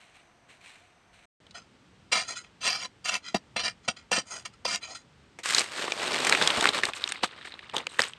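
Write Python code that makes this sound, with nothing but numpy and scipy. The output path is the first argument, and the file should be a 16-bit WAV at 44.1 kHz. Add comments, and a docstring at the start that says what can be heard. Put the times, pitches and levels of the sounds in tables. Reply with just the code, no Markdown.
"""Leaves stir some way off in a quiet forest, over a faint hum. After a short silence we are close to a hole
in dry soil, where a steel digging blade on a wooden pole jabs and scrapes: grit rings the blade, stones
click on it and the jabs thud in the ground. Then dead leaves are crushed right beside the small
microphone, crackling and snapping, and a hand picks crumbs and small roots out of the hole."""
import sys
import numpy as np
from scipy import signal
from scipy.fft import rfft, irfft
from scipy.io import wavfile
from scipy.ndimage import uniform_filter1d

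SR = 44100
rng = np.random.default_rng(int(sys.argv[2]) if len(sys.argv) > 2 else 0)


def unload_wav(signal):
    """Save mono or channel-first audio to the path in sys.argv[1] as 16-bit WAV at rate SR, clipped to [-1, 1]."""
    wavfile.write(
        sys.argv[1],
        SR,
        np.round(np.clip(np.atleast_2d(signal).T, -1, 1) * 32767).astype(np.int16),
    )


N = 360738
TIME = np.arange(N) / SR
FREQ = np.linspace(1, SR / 2, 2049)
CRUSH_START_S, CRUSH_END_S = 5.432, 6.695  # the weight comes down on the leaves, and lets go
HAND_RELEASE_DB_PER_S = 476

# resonances of blade and pole, driven at the edge: pitch_hz, width_hz, level_db
EDGE_MODES = [(211, 90, -9.5), (500, 107, -9), (713, 108, 0.5), (1010, 45, 1), (1278, 83, 0.5),
              (1430, 54, -0.5), (1840, 142, -0.5), (2151, 21, 4.5), (2368, 57, 4.5), (2720, 130, 2),
              (3103, 112, 1), (3410, 200, -3), (4020, 74, 2), (4300, 18, -1), (4830, 360, 0.5),
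              (5820, 103, 0.5), (6490, 164, -6), (7140, 270, -11), (8240, 120, -8), (9090, 490, -15),
              (10940, 220, -15.5), (13600, 240, -20.5)]
# spectrum of dry leaves and loose soil breaking: frequency_hz, level_db
DRY_SPECTRUM = [(60, -29.5), (150, -12.5), (400, -3.5), (750, -5), (1200, -0.5), (2300, 0), (3800, -2),
                (5500, -7), (7000, -7), (8500, -8.5), (14000, -15.5)]


def undb(db):
    return 10 ** (np.asarray(db) / 20)


def unit(x):
    return x / np.sqrt(np.mean(x ** 2) + 1e-18)


def unit_peak(x):
    return x / np.abs(x).max()


def spectrum(points):
    """Gain over FREQ from (frequency_hz, level_db) points."""
    hz, db = np.transpose(points)
    return undb(np.interp(np.log(FREQ), np.log(hz), db))


def resonance(hz, width_hz):
    """Gain over FREQ of one damped resonance."""
    return 1 / np.hypot(1, (FREQ ** 2 - hz ** 2) / (FREQ * width_hz))


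def colour(x, gain):
    """Causal filter with this gain, so that rings follow their blow."""
    cepstrum = irfft(np.log(gain + 1e-7))
    cepstrum[1:len(FREQ) - 1] *= 2
    cepstrum[len(FREQ):] = 0
    return signal.fftconvolve(x, irfft(np.exp(rfft(cepstrum))))[:len(x)]


def add(out, start_s, x):
    """Mix x into out from start_s on."""
    start = int(start_s * SR)
    out[start:start + len(x)] += x[:max(len(out) - start, 0)]


def wander(rate_hz):
    """Slow random drift with a spread near 1."""
    knots = rng.standard_normal(int(N / SR * rate_hz) + 2)
    return np.interp(TIME * rate_hz, np.arange(len(knots)), knots)


def grains(n, per_s, spread_db, smear_s, dust):
    """Tiny fractures of very unequal size, each a short burst, over the even hiss of fine dust."""
    size = undb(spread_db * np.minimum(rng.exponential(size=n), 4.5))
    energy = (rng.random(n) < per_s / SR) * size ** 2
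    energy = signal.lfilter([1], [1, -np.exp(-1 / (smear_s * SR))], energy)
    return np.sqrt(energy / (energy.mean() + 1e-12) + dust ** 2) * rng.standard_normal(n)


def burst(t60_s, rise_s=0.00025):
    """A noise burst that builds as a break spreads, then dies away."""
    t = TIME[:SR // 8]
    return rng.choice([-1., 1.], len(t)) * (1 - np.exp(-t / rise_s)) * undb(-60 * t / t60_s)


def registers(x, hiss_hz):
    """The middle, body and hiss of a sound, each at unit level."""
    bands = (([1000, hiss_hz], "bandpass"), (1000, "lowpass"), (hiss_hz, "highpass"))
    filters = [signal.butter(4, edge_hz, kind, fs=SR, output="sos") for edge_hz, kind in bands]
    return [unit(signal.sosfiltfilt(sos, x)) for sos in filters]


def push(row, release_db_per_s):
    """Middle, body and hiss envelopes of one push: it bites in, gains or loses force, and dies away."""
    start_s, attack_s, length_s, first_db, last_db, body_db, hiss_db = row
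    t = TIME - start_s
    force_db = np.interp(t, [0, length_s], [first_db, last_db])
    force_db -= release_db_per_s * np.maximum(t - length_s, 0)
    envelope = np.clip(t / attack_s, 0, 1) * undb(np.maximum(force_db, -200))
    return np.outer(undb([0, body_db, hiss_db]), envelope)


def outdoor_air(points, level_db):
    """Open-air background whose bass wanders."""
    bed = undb(level_db) * unit(colour(rng.standard_normal(N), spectrum(points)))
    bass = colour(bed, spectrum([(250, -7.5), (600, -40)]))
    return bed + bass * (undb(8.6 * wander(6.2)) - 1)


def forest(hum_hz=712, hum_db=-75):
    """Leaves stir some way off, over still air and a faint wavering hum."""
    # still air among the trees: frequency_hz, level_db
    air_spectrum = [(18, -35), (30, -5), (86, 0), (550, -7.5), (724, 0), (800, -4.5), (2130, -9),
                    (5520, -22), (6100, -15), (6910, -27), (8240, -24.5), (12000, -27), (15600, -67),
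                    (22000, -120)]
    # stirs of distant leaves: start_s, rise_s, fade_s, level_db
    stirs = [(0, 0.0035, 0.14, -55), (.14, .015, 0.037, -56), (0.481, 0.024, 0.043, -49),
             (.6, .07, 0.11, -49), (1.122, 0.02, 0.15, -57.5)]
    swells = np.zeros(N)
    for start_s, rise_s, fade_s, level_db in stirs:
        t = TIME - start_s
        swells += undb(level_db) * np.clip(t / rise_s, 0, 1) * np.exp(-np.maximum(t - rise_s, 0) / fade_s)
    leaf_tone = spectrum([(300, -18), (1200, -6.5), (2400, 3), (3400, -5), (4100, -3.5),
                          (4800, -15), (8500, -12), (12000, -19)])
    leaves = unit(colour(grains(N, per_s=1600, spread_db=4.5, smear_s=0.0015, dust=1), leaf_tone))
    hum = unit(colour(rng.standard_normal(N), resonance(hum_hz, 31) ** 2))
    return outdoor_air(air_spectrum, level_db=-60.5) + leaves * swells + undb(hum_db) * hum


def air_at_hole():
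    """The low, quiet background at the digging spot."""
    # air close to the ground: frequency_hz, level_db
    air_spectrum = [(18, -59), (30, -22), (76, -3), (229, -6), (593, -15), (706, -17.5), (885, -14.5),
                    (1000, -16.5), (1200, -16.5), (2540, -20), (2950, -20), (8240, -33.5), (12000, -39),
                    (15600, -89), (22000, -120)]
    return outdoor_air(air_spectrum, level_db=-58)


def crushing(gain_db=-1, attack_s=0.0053, flatten_s=0.22):
    """Middle, body and hiss envelopes of a loose leaf pile packing down, growing fuller and duller."""
    # course of the crackle under the weight: time_s, level_db
    crackle_levels = [(5.43, -36), (5.49, -30.3), (5.61, -27.5), (5.65, -39.5), (5.7, -44), (5.77, -33.5),
                      (5.84, -32.5), (5.9, -38), (5.97, -37.5), (6.03, -30.5), (6.15, -31), (6.3, -28.5),
                      (6.68, -29)]
    t = TIME - CRUSH_START_S
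    middle_db = gain_db + np.interp(TIME, *np.transpose(crackle_levels))
    middle_db -= HAND_RELEASE_DB_PER_S * np.clip(TIME - CRUSH_END_S, 0, 1)
    packed = 1 - np.exp(-np.maximum(t, 0) / flatten_s)
    body_db = middle_db + np.interp(packed, [0, 1], [-20, -3])
    hiss_db = middle_db + np.interp(packed, [0, 1], [-2, -9])
    return np.clip(t / attack_s, 0, 1) * undb([middle_db, body_db, hiss_db])


def raking(trickle_db=-47, body_db=-9, hiss_db=-15, ebb_db_per_s=6, patchy_db=3):
    """Middle, body and hiss envelopes of fingers raking the hole, over an ebbing trickle of crumbs."""
    # finger strokes: start_s, attack_s, length_s, first_db, last_db, body_relative_db, hiss_relative_db
    rakes = [(6.713, .04, 0.079, -28.5, -29.5, -7, -9.5), (6.825, 0.011, 0.066, -34.5, -36.5, -2.5, -8),
             (6.945, .01, 0.022, -38, -40, -25, -0.5), (7.004, 0.0055, 0.15, -39, -43.5, -8.5, -9.5),
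             (7.223, 0.01, 0.018, -35, -33.5, -5, -4.5), (7.441, 0.0085, 0.03, -43.5, -43.5, -7.5, -5),
             (7.732, 0.0091, 0.078, -36, -45, 1.5, -8), (7.888, .01, 0.13, -51, -50, -12, -1),
             (7.985, 0.0054, 0.095, -29, -39.5, -9, -3.5)]
    t = TIME - CRUSH_END_S
    fall_db = trickle_db - ebb_db_per_s * t + patchy_db * wander(40)
    trickle = np.outer(undb([0, body_db, hiss_db]), (t > 0) * undb(fall_db))
    return np.sqrt(trickle ** 2 + sum(push(row, HAND_RELEASE_DB_PER_S) ** 2 for row in rakes))


def rustling(gain_db=1, crumb_db=-6, settled_db=-6):
    """Leaves and crumbs at the microphone: dense small fractures, and ticks from pieces of many sizes."""
    # once the leaves have settled the dense crackle recedes, and single crumbs stand out
    settling = undb(np.interp(TIME, [6.7, 7.2], [0, settled_db]))
    crackle = settling * grains(N, per_s=1000, spread_db=3.5, smear_s=0.0011, dust=0.52)
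    for pitch_hz in (500, 1150, 1900, 2800, 3800, 8300):
        ticks = grains(N, per_s=90, spread_db=2, smear_s=0.0011, dust=0.044)
        crackle += undb(crumb_db) / settling * colour(ticks, resonance(pitch_hz, 1290) ** 2)
    bands = registers(colour(crackle, spectrum(DRY_SPECTRUM)), hiss_hz=5350)
    return undb(gain_db) * np.sum(bands * np.hypot(crushing(), raking()), axis=0)


def snapping(gain_db=1, relative_width=0.19, broadband=0.14, crumble_db=-26, crumble_t60_s=0.019):
    """A leaf, twig or clod breaks sharply, rings at its own pitch, then crumbles briefly."""
    # the loudest breaks: start_s, level_db, pitch_hz, t60_s, body_relative_db, hiss_relative_db
    snaps = [(1.4667, -48.5, 3320, .018, 14, -2), (1.509, -48, 4350, 0.032, 1, 1),
             (5.3876, -36, 2220, 0.082, 18, 6.5), (5.457, -24, 1570, 0.04, 2.5, 5),
             (5.5471, -12.5, 4340, 0.015, 5, 7.5), (5.5816, -14, 4120, .031, 6, 5),
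             (5.5931, -19.5, 4160, 0.025, 2, 18), (5.8797, -25, 1160, .026, 12, -15),
             (5.9205, -18, 2360, 0.011, 4.5, 0), (6.144, -18.5, 2110, 0.008, 3, 2),
             (6.248, -19.5, 2320, 0.019, 16, 12), (6.2685, -18, 2160, 0.054, 10, 9.5),
             (6.2962, -11.5, 1680, 0.0041, 2, 8), (6.3244, -9, 2000, 0.0079, -9, -12),
             (6.349, -15.5, 2310, 0.021, -1, -4), (6.413, -15.5, 1270, 0.031, 6, -9),
             (6.4237, -14.5, 3480, 0.013, 18.5, 2), (6.4744, -10.5, 3400, .011, 7.5, 5),
             (6.5027, -16, 3480, 0.01, -9, -13), (6.609, -18, 3400, .013, -7, 9.5),
             (6.6412, -16.5, 1490, 0.018, 1, 3), (6.6555, -7, 1140, 0.0042, -2, -9),
             (6.6719, -18, 2230, 0.023, 3, -3), (6.6895, -12, 3750, 0.013, -3, 1),
             (6.8345, -14, 1780, 0.022, -1, -7), (6.8531, -18.5, 3800, 0.0067, -19, 4),
             (6.8863, -27.5, 1080, 0.034, 16, 4), (6.9342, -28, 2570, 0.025, -19, -3),
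             (7.04, -15, 4050, 0.0069, -10, -10), (7.0758, -25.5, 4000, 0.0077, -16, -3),
             (7.0894, -30, 6800, 0.039, -19, -6), (7.121, -21, 9400, 0.013, -7.5, -7),
             (7.2333, -20, 4230, 0.057, 11, -11), (7.2416, -22.5, 1350, 0.038, -2, 4),
             (7.5205, -37, 3720, 0.018, -9, -13), (7.5398, -35.5, 3800, 0.017, 11, -16),
             (7.5916, -34.5, 2070, 0.014, -4, -13), (7.6965, -36, 2780, .012, -7, -6),
             (7.7654, -19, 3370, 0.015, 11.5, 2.5), (7.781, -24.5, 3650, .034, -1, 2),
             (7.8684, -22, 2400, 0.0078, 1, -2.5), (7.992, -10.5, 1830, 0.025, 1, -0.5),
             (8.0038, -17.5, 3260, 0.0079, 10, 5), (8.0187, -15, 4970, 0.0056, -18, -3),
             (8.0363, -24.5, 1930, 0.024, -5, 6), (8.134, -34.5, 3190, 0.011, -16, -4)]
    out = np.zeros(N)
    for start_s, level_db, pitch_hz, t60_s, body_db, hiss_db in snaps:
        piece = resonance(pitch_hz, relative_width * pitch_hz) + broadband
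        tilt = spectrum([(700, body_db), (1300, 0), (4000, 0), (6000, hiss_db)])
        fracture = burst(t60_s) + undb(crumble_db) * burst(crumble_t60_s)
        snap = colour(fracture, piece * tilt * spectrum(DRY_SPECTRUM))
        strength = np.sqrt(uniform_filter1d(snap ** 2, size=88).max())  # RMS of the loudest 2 ms
        add(out, start_s, undb(level_db + gain_db) * snap / strength)
    return out


def blade_gain(modes, soil_db, detune=0.016, contact_db=2.5):
    """The blade's resonances over dead, loose soil; the point of contact favours and shifts some."""
    power = (undb(soil_db) * spectrum(DRY_SPECTRUM)) ** 2
    for pitch_hz, width_hz, level_db in modes:
        ring = resonance(pitch_hz * (1 + detune * rng.standard_normal()), 1.5 * width_hz) ** 2
        power += (undb(level_db + contact_db * rng.standard_normal()) * ring) ** 2
    return np.sqrt(power)


def stone_clicks(gain_db=2, delay_s=0.000966):
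    """The blade catches a stone and the steel gives a short, bright click."""
    # stones struck: start_s, level_db
    stones = [(2.1271, -21), (2.769, -45), (3.141, -13), (3.562, -32), (4.116, -16.5), (4.6512, -19.5),
              (4.758, -15)]
    out = np.zeros(N)
    bass_cut = spectrum([(300, -12), (2000, 0)])
    for start_s, level_db in stones:
        click = colour(burst(t60_s=0.006), blade_gain(EDGE_MODES, soil_db=-20) ** 0.5 * bass_cut)
        add(out, start_s + delay_s, undb(level_db + gain_db) * unit_peak(click))
    return out


def jabbing(thud_gain_db=9.5, knock_gain_db=7, earth_hz=185, pressed_hz=140, relax_s=0.0049):
    """Jabs thump the packed earth, whose pitch sinks as it gives way, each with a hollow knock."""
    # blade or hand strikes the ground: start_s, thud_db, knock_db
    jabs = [(2.128, -49, -31.5), (3.345, -22, -28), (3.562, -46, -29.5), (3.882, -35, -42),
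            (4.116, -43, -23.5), (4.178, -35.5, -33), (4.652, -61, -28.5), (6.576, -28.5, -45),
            (6.837, -42.5, -40), (7.235, -37, -22), (7.769, -55, -33), (7.868, -69, -39.5),
            (7.993, -38, -24.5)]
    out = np.zeros(N)
    t = TIME[:SR // 8]
    pitch_hz = earth_hz + pressed_hz * np.exp(-t / relax_s)
    thump = np.sin(2 * np.pi * np.cumsum(pitch_hz) / SR) * undb(-60 * t / 0.067)  # dies in 67 ms
    # the thump carries little of the deepest bass
    thump = colour(thump, spectrum([(30, -29), (70, -14), (150, -4.5)]))
    soil_tone = spectrum([(30, -20), (70, 0), (300, 0), (700, -20), (2000, -40)])
    hollow = resonance(520, 108) ** 2 + 0.44 * resonance(727, 160) ** 2 + 0.5 * resonance(964, 180) ** 2
    for start_s, thud_db, knock_db in jabs:
        crush = unit_peak(colour(burst(t60_s=0.06), soil_tone))
        add(out, start_s, undb(thud_db + thud_gain_db) * (thump + 0.56 * crush))
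        knock = unit_peak(colour(burst(t60_s=0.016), hollow))
        add(out, start_s, undb(knock_db + knock_gain_db) * knock)
    return out


def scraping(firm_above_db=-35.5, slip_db=2.5, slip_hz=110):
    """Grit grinds along the edge in uneven slips; on light strokes the flat brushes the hole's wall."""
    # blade strokes: start_s, attack_s, length_s, first_db, last_db, body_relative_db, hiss_relative_db
    strokes = [(1.54, 0.021, 0.032, -39.5, -41, -9, -7.5), (2.115, 0.014, 0.11, -19, -33.5, -11, -6),
               (2.231, 0.0092, 0.045, -49, -48, -11, -5), (2.272, 0.021, 0.031, -35.5, -35.5, -10, -0.5),
               (2.309, 0.0088, 0.022, -44, -44.5, -5.5, -11), (2.351, .012, 0.037, -40, -40, -25, -3.5),
               (2.437, .008, 0.011, -48, -51, -13, -13), (2.605, 0.0087, 0.074, -40, -24, -12.5, -7),
               (2.679, 0.0096, 0.12, -27, -37.5, -12.5, -5.5), (2.801, 0.019, 0.049, -36, -35, -11.5, -6),
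               (3.041, 0.01, .052, -36, -24.5, -13, -7.5), (3.097, 0.038, 0.068, -30, -31.5, -11, -7.5),
               (3.22, .01, 0.067, -57.5, -38, -25, -10.5), (3.343, .002, 0.0098, -22.5, -28, 1, -7),
               (3.559, .005, 0.053, -28.5, -28, -13, -11.5), (3.627, 0.012, 0.062, -30, -30, -12.5, -8),
               (3.825, 0.016, 0.035, -59, -55.5, -11, -7), (3.877, 0.0082, 0.013, -23, -26, -4.5, -5),
               (3.963, 0.0086, 0.014, -37.5, -42.5, -22, -12.5), (4.111, 0.0062, .074, -27, -24, -9, -5),
               (4.249, 0.028, 0.084, -58, -41, -3.5, 2), (4.343, 0.018, 0.023, -45, -38.5, -5.5, -1.5),
               (4.394, 0.0043, .012, -35, -54, -15, 0), (4.45, 0.006, 0.011, -32, -36.5, -16.5, -5.5),
               (4.518, 0.018, 0.022, -62, -61, -22, -7), (4.647, 0.0039, .008, -35, -26.5, -10, -8),
               (4.668, 0.0065, 0.083, -37, -27, -10, -2.5), (4.809, 0.033, 0.047, -38.5, -41, -16, -9),
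               (4.869, 0.0077, 0.055, -52, -46.5, -1.5, 0.5), (4.946, .008, 0.016, -36, -42.5, -21, -3)]
    # resonances of blade and pole, driven on the flat: pitch_hz, width_hz, level_db
    flat_modes = [(690, 140, -13.5), (1020, 64, -12.5), (1365, 120, 0.5), (1904, 38, 2.5), (2078, 42, -1),
                  (2470, 200, -2.5), (3050, 38, 4), (3360, 114, -2.5), (4100, 107, 1.5), (4910, 210, 0.5),
                  (5740, 230, -5), (6500, 93, 5.5), (7160, 280, -2.5), (8800, 1040, -12.5),
                  (11250, 180, -25)]
    out = np.zeros(N)
    for row in strokes:
        start_s, _, length_s, first_db, last_db = row[:5]
        if max(first_db, last_db) > firm_above_db:  # packed soil stops a firm push sooner
            modes, soil_db, release_db_per_s = EDGE_MODES, -21, 764
        else:
            modes, soil_db, release_db_per_s = flat_modes, -20, 430
        start, n = int(start_s * SR), SR // 4
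        # the contact travels from one part of the blade to another
        travel = np.minimum(TIME[:n] / length_s, 1)
        slips = undb(slip_db * wander(slip_hz)[:n])
        ring = np.zeros(n)
        for share in (1 - travel, travel):
            grit = grains(n, per_s=2500, spread_db=4.5, smear_s=0.00038, dust=0.72)
            ring += unit(colour(grit * slips, blade_gain(modes, soil_db))) * np.sqrt(share)
        envelopes = push(row, release_db_per_s)[:, start:start + n]
        add(out, start_s, np.sum(registers(ring, hiss_hz=5160) * envelopes, axis=0))
    return out


def scene(forest_end_s=1.255, hole_start_s=1.402):
    """Two places in mono: the forest, a short silence, then close up at the hole."""
    background = forest() * (TIME < forest_end_s) + air_at_hole() * (TIME > hole_start_s)
    digging = scraping() + jabbing() + stone_clicks()
    return (background + digging + rustling() + snapping())[None]


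def record(dry, top_hz=15700):
    """A small microphone with a weak, uneven top octave."""
    # microphone response: frequency_hz, gain_db
    response = [(7600, -1.5), (8250, 1.5), (9000, -2.5), (9800, -10.5), (10900, -16.5), (11350, -6.5),
                (12100, -24), (12900, -22), (13500, -15.5), (14300, -31), (16000, -39)]
    heard = colour(dry[0], spectrum(response))[None]
    return signal.sosfilt(signal.ellip(8, 0.2, 70, top_hz, fs=SR, output="sos"), heard)


dry = scene()
out = record(dry)
unload_wav(out)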